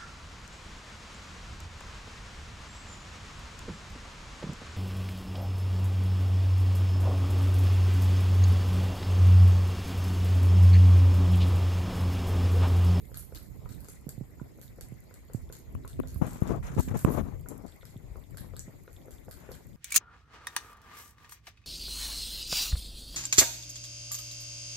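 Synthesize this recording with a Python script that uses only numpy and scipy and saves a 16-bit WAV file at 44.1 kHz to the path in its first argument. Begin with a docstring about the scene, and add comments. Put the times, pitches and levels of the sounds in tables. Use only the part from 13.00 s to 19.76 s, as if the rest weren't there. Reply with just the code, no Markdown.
"""In a bathtub, a cat laps from a thin tap stream, close to a hand-held phone with two microphones.
Each lap is a hollow pop of the mouth and a bright smack of tongue on water that rings on in the tub.
Small drops tick and a faint wet crackle runs between the laps. The hand shifting on the phone case
gives knocks, rumble and a burst of scraping. Room air and the hiss of the stream lie behind it all."""
import sys
import numpy as np
from scipy import signal
from scipy.io import wavfile
from scipy.ndimage import uniform_filter1d

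SR = 44100
rng = np.random.default_rng(int(sys.argv[2]) if len(sys.argv) > 2 else 0)


def unload_audio(sound):
    """Save the sound as a 16-bit wav file, at the path given as the first command line argument."""
    columns = np.transpose(np.atleast_2d(sound))
    # keep every value between -1 and 1, then stretch to whole-number steps
    steps = np.round(np.clip(columns, -1, 1) * 32767)
    wavfile.write(sys.argv[1], SR, steps.astype(np.int16))


N = 298116

# Pops of the tongue: t/s, level/dB, boost of the upper mouth tones/dB
TONGUE_POPS = [(0.116, -41, -16), (0.323, -43.5, -13.5), (0.658, -53.5, 3), (0.885, -53, -5),
               (1.084, -44.5, -18), (1.397, -60, 11.5), (1.586, -49, -12), (1.785, -45, -17),
               (2.11, -49.5, -5.5), (2.299, -47, -15), (2.499, -47.5, -10), (2.848, -52.5, 3.5),
               (3.035, -43, -10), (4.46, -51, -1.5), (4.83, -52, -8), (5.157, -49.5, -3),
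               (5.345, -42, -11.5), (5.536, -43, -11), (5.682, -51, -15), (5.878, -45.5, -6),
               (6.082, -43.5, -13.5), (6.283, -33.5, -24), (6.49, -41, -11.5), (6.513, -44.5, -13)]
# Tones of the hollow mouth: f/Hz, level/dB, time to fade by 60 dB/s
MOUTH_TONES = [(491, 12, 0.012), (1346, 15, 0.0096), (1020, 5, 0.021), (2060, 6, 0.004)]
# Tongue hits water: t/s, level/dB, then relative to it: top band/dB, two low bands/dB, click/dB
WATER_SMACKS = [(0.1434, -51, 5, 0, 8), (0.172, -51, 17.5, -4, 8.5), (0.348, -49, 7, 1, 5),
                (0.428, -74, 18.5, -5, 13), (0.6903, -48, 3, -4, -0.5), (0.805, -63.5, 16.5, 1.5, 7),
                (0.845, -55, 1, -4.5, 9.5), (0.885, -44.5, 2.5, -13.5, 3.5), (1.0911, -54, 0.5, -11, 22.5),
                (1.614, -50, 7.5, -5.5, 4), (1.8096, -52, 3, -5, 14.5), (2.1406, -58.5, 6, -4, 12.5),
                (2.334, -50.5, 1.5, -12.5, 10), (2.525, -47, 2.5, -5, 8), (2.8768, -50, 1.5, -5, 9.5),
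                (3.073, -48.5, 0, -4.5, 4), (3.144, -59.5, 15, -2, 10), (3.266, -43.5, 0, -11, 3),
                (3.332, -49, 2.5, -10, 8.5), (3.4753, -53, -1, -1.5, 11), (3.631, -78, -22, -8, 10),
                (3.748, -51, -5, -6.5, 7.5), (3.7953, -39.5, 3, -8, 5), (3.972, -38.5, 3.5, -11, 2),
                (4.1, -46.5, 15, -8, -9), (4.4864, -58.5, 2, -18, 23.5), (4.6646, -54, -5, -3.5, 4.5),
                (4.853, -53, 2, 0, 7), (5.3711, -50, 5.5, -0.5, 8), (5.406, -74, 20, -14, 16),
                (5.5654, -55, -2, -5.5, 17), (5.5931, -54.5, -5, -18, 27.5), (5.93, -57.5, 6, -6, 7),
                (6.1079, -52.5, 4, -6.5, 5.5), (6.3113, -51.5, 8, 0.5, 8), (6.517, -50.5, 4, 0, 7)]
# Bands in which the wet sounds lie, highest first: f/Hz, width/Hz, pan/dB (pan is left level minus right level)
WET_BANDS = [(11880, 5300, -5.5), (7450, 2900, 5), (4400, 2700, -1), (1540, 2500, 6.5)]
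# Drops and bubbles at the mouth: t/s, level/dB, f/Hz
DROP_TICKS = [(0.169, -44, 3870), (0.3596, -40.5, 3900), (0.374, -41, 4200), (0.7432, -49, 3820),
              (1.679, -49.5, 3800), (2.931, -45, 3560), (3.0312, -49.5, 3550), (3.4696, -47, 3650),
              (4.723, -48, 3540), (4.8112, -49, 3670), (4.8226, -48, 3460), (4.8539, -46, 4950),
              (4.9673, -50, 3500), (5.239, -50, 3580), (6.1833, -51, 3470), (5.5598, -48, 3570),
              (5.9646, -45.5, 3530), (6.5405, -45, 3360)]
# Fingers knock the case: t/s, level/dB, f/Hz, pan/dB, relative level of the sharp edge/dB
FINGER_KNOCKS = [(1.067, -29, 142, -17, -25), (1.179, -31, 122, -16, -41), (1.21, -27.5, 140, -11, -34),
                 (1.415, -29.5, 137, -14, -21), (1.9215, -33.5, 134, -10, -21),
                 (2.347, -21.5, 121, -15, -18), (2.751, -25.5, 97, 15, 5.5), (2.992, -21.5, 203, 8, -4),
                 (3.0001, -23.5, 224, 16, 11.5), (3.16, -25, 74, -12, -4.5), (3.22, -10, 110, 14, -12),
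                 (3.421, -10.5, 102, 27, -12), (3.491, -31, 122, 5, -4), (3.766, -21.5, 136, -38, -6),
                 (3.791, -13, 76, 12, 2), (3.877, -25.5, 149, -31, -33), (3.912, -24.5, 104, 33, -12),
                 (3.958, -19, 122, 10, -28), (4.048, -7, 104, -21, 6), (4.96, -35, 127, -0.5, -26),
                 (5.679, -37.5, 144, -2, -24)]
# Skin slides over the case: t/s, length/s, grind level/dB, brush level/dB
SKIN_SLIDES = [(3.212, 0.063, -34.5, -52.5), (3.267, 0.14, -51.5, -59), (3.413, 0.11, -43.5, -55.5),
               (3.489, 0.093, -32.5, -60), (3.625, 0.081, -60, -51.5), (3.713, 0.037, -47, -57),
               (3.773, 0.029, -30.5, -49.5), (3.879, 0.018, -44.5, -51.5), (3.903, 0.026, -39.5, -57),
               (3.94, 0.03, -35, -49.5), (3.966, 0.068, -82, -58.5), (4.057, 0.057, -28.5, -53.5),
               (4.119, 0.071, -36.5, -53.5), (4.165, 0.048, -33.5, -52), (4.23, 0.13, -47, -66.5),
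               (4.472, 0.13, -46, -72), (4.61, 0.069, -49, -90), (5.413, 0.077, -51.5, -88),
               (6.362, 0.21, -62, -63.5)]
# Tone colour of the skin's low grind: f/Hz, relative level/dB
GRIND_COLOUR = [(47, -56), (80, 0.5), (261, -1.5), (451, -10), (1210, -20), (1660, -33), (3000, -56),
                (6600, -120)]
# Tone colour of its softer brushing: f/Hz, relative level/dB
BRUSH_COLOUR = [(600, 25.5), (1300, 27), (2400, 19.5), (3600, 2), (5000, -61)]
# Tone colour of its bright rustle: f/Hz, relative level/dB
RUSTLE_COLOUR = [(1470, -22), (2500, -4.5), (3690, 0), (4680, -10), (6740, 3.5), (8230, -7.5), (11900, -5),
                 (14600, -13), (15000, -60)]
# Rumble of the gripping hand over time: t/s, level/dB, pan/dB
GRIP_LEVELS = [(0, -44, -12), (1.7, -46.5, -3), (2.25, -52, -5.5), (2.7, -41, -2), (3.6, -35.5, -3.5),
               (4.2, -35.5, 8.5), (4.7, -48.5, 12), (5.45, -45, 10), (5.9, -51.5, 10.5), (6.76, -49, 12.5)]
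# Tone colour of that rumble: f/Hz, relative level/dB
RUMBLE_COLOUR = [(18, -40), (30, 9.5), (146, 0.5), (195, -8), (484, -21), (700, -28.5), (1540, -120)]
# Tone colour of room air and tap hiss: f/Hz, relative level/dB
AIR_COLOUR = [(240, 3.5), (400, 1), (1640, -17), (2000, -9), (2870, -22), (3830, -22.5), (5110, -21),
              (5950, -26), (6920, -15.5), (9370, -29), (12100, -17.5), (14100, -22), (15000, -78)]
# Which side the air and hiss lean to: f/Hz, pan/dB
AIR_SIDES = [(500, 1.5), (2000, 5.5), (5000, -2.5), (12000, -1)]
# Treble of the hiss over time: t/s, relative level/dB
HISS_TREBLE = [(0, 9.5), (0.5, 2.5), (2.8, -1), (4.3, 1), (6.76, 0.5)]


def tongue_pops():
    """The hollow mouth rings briefly as the tongue tears loose from it."""
    out, t = np.zeros((2, N)), np.arange(2000) / SR
    for (start, db, upper_db), detune in zip(TONGUE_POPS, rng.standard_normal((len(TONGUE_POPS), 4))):
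        boosts_db = [0, upper_db, upper_db, upper_db]
        mouth = sum(amp(tone_db + boost_db) * ring(t, hz * (1 + 0.05 * off), fade_s)
                    for (hz, tone_db, fade_s), boost_db, off in zip(MOUTH_TONES, boosts_db, detune))
        tear = 0.17 * rng.standard_normal(400) * fade(t[:400], 0.0035)
        tear[0] = 1  # one clean kick leads the rough tearing
        pop = np.convolve(mouth * rise(t, 0.00091), tear)
        add(out, start, amp(db) * panned(2.2) * pop)
    return out + amp(-10) * tub_echo(out, fade_s=0.18, dull_hz=2500)


def water_smacks():
    """The tongue hits with a sharp click, then the water film breaks in tiny snaps."""
    out, t = np.zeros((2, N)), np.arange(6000) / SR
    for start, level_db, top_db, low_db, click_db in WATER_SMACKS:
        detune, drift = rng.standard_normal((2, 4, 1))
        bands = wet_hiss(len(t), pitch_ratios=1 + 0.03 * detune + 0.05 * drift * rise(t, 0.04))
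        shared = snaps(len(t), per_s=100, spread_db=0.5, fade_s=0.0066)
        click = amp(click_db) * fade(t, 0.0083)
        for db, band in zip([top_db, 0, low_db, low_db - 0.5], bands):
            film = 0.04 + 0.56 * shared + 0.41 * snaps(len(t), per_s=260, spread_db=4, fade_s=0.0033)
            shape = click + film * rise(t, 0.0049) * fade(t, 0.28)
            add(out, start, amp(level_db + db) * shape * rise(t, 0.00043) * band)
    return out + amp(-2.5) * tub_echo(out, fade_s=0.22, dull_hz=10400)


def wet_hiss(size, pitch_ratios):
    """Bands of hiss for the wet sounds, each with a narrow peak that can glide."""
    white, bands = rng.standard_normal((2, size)), []
    for (hz, width, pan_db), ratio in zip(WET_BANDS, pitch_ratios):
        wide = signal.butter(3, [hz - width / 2, hz + width / 2], "bandpass", fs=SR, output="sos")
        hiss = evened(signal.sosfilt(wide, white))
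        # Shift the peak's pitch down to zero, smooth there, and shift back up.
        turn = np.exp(2j * np.pi * np.cumsum(hz * ratio * np.ones(size)) / SR)
        hold = np.exp(-np.pi * hz / 11 / SR)
        peak = evened((turn * signal.lfilter([1 - hold], [1, -hold], hiss / turn)).real)
        bands.append(panned(pan_db) * evened(0.4 * hiss + peak))
    return bands


def snaps(size, per_s, spread_db, fade_s):
    """Loudness outline of tiny snaps at random times, a few stronger than the rest."""
    strength = amp(spread_db * np.minimum(rng.exponential(1, size), 4))
    happens = rng.random(size) < per_s / SR
    return signal.lfilter([1], [1, -fade(1 / SR, fade_s)], strength * happens)


def tub_echo(sound, fade_s, dull_hz):
    """The hard tub walls throw back many quick echoes that die away."""
    echoes = np.zeros((2, SR // 2))
    slots = np.arange(90, SR // 2 - 20, 20)
    delays = slots + rng.integers(0, 20, (2, len(slots)))
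    np.put_along_axis(echoes, delays, rng.choice([-1., 1.], delays.shape), 1)
    echoes *= fade(np.arange(SR // 2) / SR, fade_s)
    echoes = signal.lfilter(*signal.butter(1, dull_hz, fs=SR), echoes)
    return signal.fftconvolve(sound, echoes / np.linalg.norm(echoes[0]), axes=1)[:, :N]


def wet_crackle():
    """Faint, soft-edged wet snaps carry on between the laps."""
    shared = snaps(N, per_s=10, spread_db=2.5, fade_s=0.015)
    per_band = [snaps(N, per_s=10, spread_db=2.5, fade_s=0.01) for _ in WET_BANDS]
    softened = uniform_filter1d(shared + np.array(per_band), size=40, axis=1)
    levels_db, bands = [-60, -66.5, -97.5, -98], wet_hiss(N, pitch_ratios=np.ones(4))
    return sum(amp(db) * shape * band for db, shape, band in zip(levels_db, softened, bands))


def droplets():
    """Each small drop is a short tick that echoes in the tub; fainter ones fall at random."""
    out, t = np.zeros((2, N)), np.arange(600) / SR
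    stray_per_s, stray_db, stray_hz = 6, -63, 3635
    wait, size, pitch = rng.random((200, 3)).T
    times = np.cumsum(-np.log(1 - wait)) / stray_per_s
    strays = np.transpose([times, stray_db + 9 * size, stray_hz * (1 + 0.3 * (pitch - 0.5))])
    for start, db, hz in [*DROP_TICKS, *strays[times < N / SR]]:
        tick = ring(t, hz, 0.008) + 0.35 * ring(t, 2.3 * hz, 0.003)
        add(out, start, amp(db) * panned(3.2) * tick * rise(t, 0.00014))
    return out + amp(-9) * tub_echo(out, fade_s=0.14, dull_hz=8000)


def finger_knocks():
    """A finger bumps the case: a low thump, a sharp edge and the case's hollow ring."""
    out, t = np.zeros((2, N)), np.arange(8000) / SR
    clack = ring(t, 380, 0.0049) + 0.41 * ring(t, 1030, 0.0085) + 0.14 * ring(t, 2430, 0.0051)
    bright = evened(signal.lfilter(*signal.iirpeak(11900, 3, fs=SR), rng.standard_normal(len(t))))
    edge = amp(-24.5) * fade(t, 0.0045) * bright - clack * rise(t, 0.00069)
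    case_ring = ring(t, 259.2, 0.44) * rise(t, 0.022)
    soft_cycles, soft_db, damping = 10.5, -25, 0.86
    for start, db, hz, pan_db, edge_db in FINGER_KNOCKS:
        # A harder knock presses on longer and so stops its own thump sooner.
        fade_s = soft_cycles / hz * amp(-damping * max(db - soft_db, 0))
        falling_hz = hz * (1 + 1.1 * np.exp(-t / 0.006))
        thump = -ring(t, falling_hz, fade_s) * rise(t, 0.0007)
        knock = thump / abs(thump).max() + amp(edge_db) * edge
        flip = [[1], [-1 if pan_db > 0 else 1]]  # a knock on the left turns the right wave upside down
        add(out, start, amp(db) * panned(pan_db) * flip * knock)
        add(out, start, amp(db + 0.37 * edge_db - 20) * np.outer([1, 0.3], case_ring))
    return out


def skin_scrapes():
    """Skin slips unevenly near the left microphone: a low grind, a brushing and a bright rustle."""
    grind = noise(GRIND_COLOUR, patchy_db=1.5, alike=0.07, size=1024)
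    grind *= wobble(0.0054, 3) * wobble(0.016, 1.8)
    brush = noise(BRUSH_COLOUR, patchy_db=1, alike=0.033, size=256) * wobble(0.0069, 0.23)
    rustle = noise(RUSTLE_COLOUR, patchy_db=3.2, alike=0.081, size=256) * wobble(0.0035, 2.1)
    low = panned(15.5) * grind
    high = panned(7.75) * brush + amp(-8.5) * panned(0.045) * rustle
    out = np.zeros((2, N))
    for start, length, grind_db, brush_db in SKIN_SLIDES:
        t = np.arange(0, length + 0.071, 1 / SR)
        swell = 0.89 + 0.81 * np.sin(np.pi * np.minimum(t / length, 1))
        let_go = np.exp(-np.maximum(t - length, 0) / 0.009)
        here = round(start * SR) + np.arange(len(t))
        rub = amp(grind_db) * low[:, here] + amp(brush_db) * high[:, here]
        add(out, start, rise(t, 0.0017) * swell * let_go * rub)
    return out


def grip_rumble():
    """The hand shifting its grip makes a lumpy rumble, unrelated at the two microphones."""
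    db, pan_db = over_time(GRIP_LEVELS, np.arange(N) / SR)
    rumble = noise(RUMBLE_COLOUR, patchy_db=2.93, alike=0, size=2048)
    return amp(db) * panned(pan_db) * wobble(0.019, 2.2) * rumble


def air_and_tap():
    """Steady room air and the faint hiss of the stream, whose treble drifts in level."""
    size = 512
    grid, hz = noise_grid(AIR_COLOUR, patchy_db=3.34, alike=0.094, size=size)
    treble_db, = over_time(HISS_TREBLE, np.arange(grid.shape[2]) * (size // 4) / SR)
    treble_share = np.clip(hz / 3000 - 2.3, 0, 1)
    grid *= amp(np.outer(treble_share, treble_db))
    grid *= panned(over_pitch(AIR_SIDES, hz))[..., None]
    return amp(-57.5) * grid_to_sound(grid, size)


def noise_grid(colour, patchy_db, alike, size):
    """Noise laid out by side, pitch and time, with drifting patches; alike=0 makes unrelated sides."""
    frames, hz = 4 * N // size + 5, np.fft.rfftfreq(size, 1 / SR)
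    a, b, c, d, patches = rng.standard_normal((frames, len(hz), 5)).T
    patches = evened(uniform_filter1d(uniform_filter1d(patches, size=9, axis=0), size=9, axis=1))
    left = a + 1j * b
    right = alike * left + np.sqrt(1 - alike ** 2) * (c + 1j * d)
    return np.array([left, right]) * amp(over_pitch(colour, hz)[:, None] + patchy_db * patches), hz


def grid_to_sound(grid, size):
    return evened(signal.istft(grid, nperseg=size, noverlap=3 * size // 4)[1][:, :N])


def noise(colour, patchy_db, alike, size):
    return grid_to_sound(noise_grid(colour, patchy_db, alike, size)[0], size)


def wobble(width_s, depth_db):
    """Randomly wavering loudness, one curve for each microphone."""
    width = int(width_s * SR)
    slow = uniform_filter1d(rng.standard_normal((2, N)), width, axis=1)
    slow = evened(uniform_filter1d(slow, width, axis=1))
    return evened(amp(depth_db * slow))


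def amp(db):
    return 10 ** (np.asarray(db) / 20)


def rise(t, rise_s):
    return 1 - np.exp(-t / rise_s)


def fade(t, fade_s):
    """Falls by 60 dB in fade_s seconds."""
    return amp(-60 * t / fade_s)


def ring(t, hz, fade_s):
    return fade(t, fade_s) * np.sin(2 * np.pi * hz * t)


def evened(x):
    """Scales a signal to an average power of one."""
    return x / np.sqrt(np.mean(x ** 2) + 1e-20)


def over_pitch(table, hz):
    table_hz, values = np.transpose(table)
    return np.interp(np.log(hz + 1), np.log(table_hz + 1), values)


def over_time(table, t):
    times, *columns = np.transpose(table)
    return [np.interp(t, times, column) for column in columns]


def panned(pan_db):
    """Left and right gains, one row each, with an average power of one."""
    gains = amp(np.vstack([pan_db / 2, -pan_db / 2]))
    return gains / np.sqrt((gains ** 2).mean(0))


def add(mix, start_s, sound):
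    part = mix[:, round(start_s * SR):][:, :sound.shape[1]]
    part += sound[:, :part.shape[1]]


def scene():
    """The drinking cat, the hand on the phone and the background, added together."""
    cat = tongue_pops() + water_smacks() + wet_crackle() + droplets()
    hand = finger_knocks() + grip_rumble() + skin_scrapes()
    return cat + hand + air_and_tap()


def record(dry):
    """The microphones lose the deepest bass and the highest treble; a last steep cut trims the top."""
    thinned = signal.lfilter(*signal.butter(2, 35, "highpass", fs=SR), dry)
    dulled = signal.sosfilt(signal.butter(12, 14700, fs=SR, output="sos"), thinned)
    top_cut = signal.firwin(511, 15700, window=("kaiser", 9), fs=SR)
    return signal.oaconvolve(dulled, top_cut[None], "same")


dry = scene()
out = record(dry)
unload_audio(out)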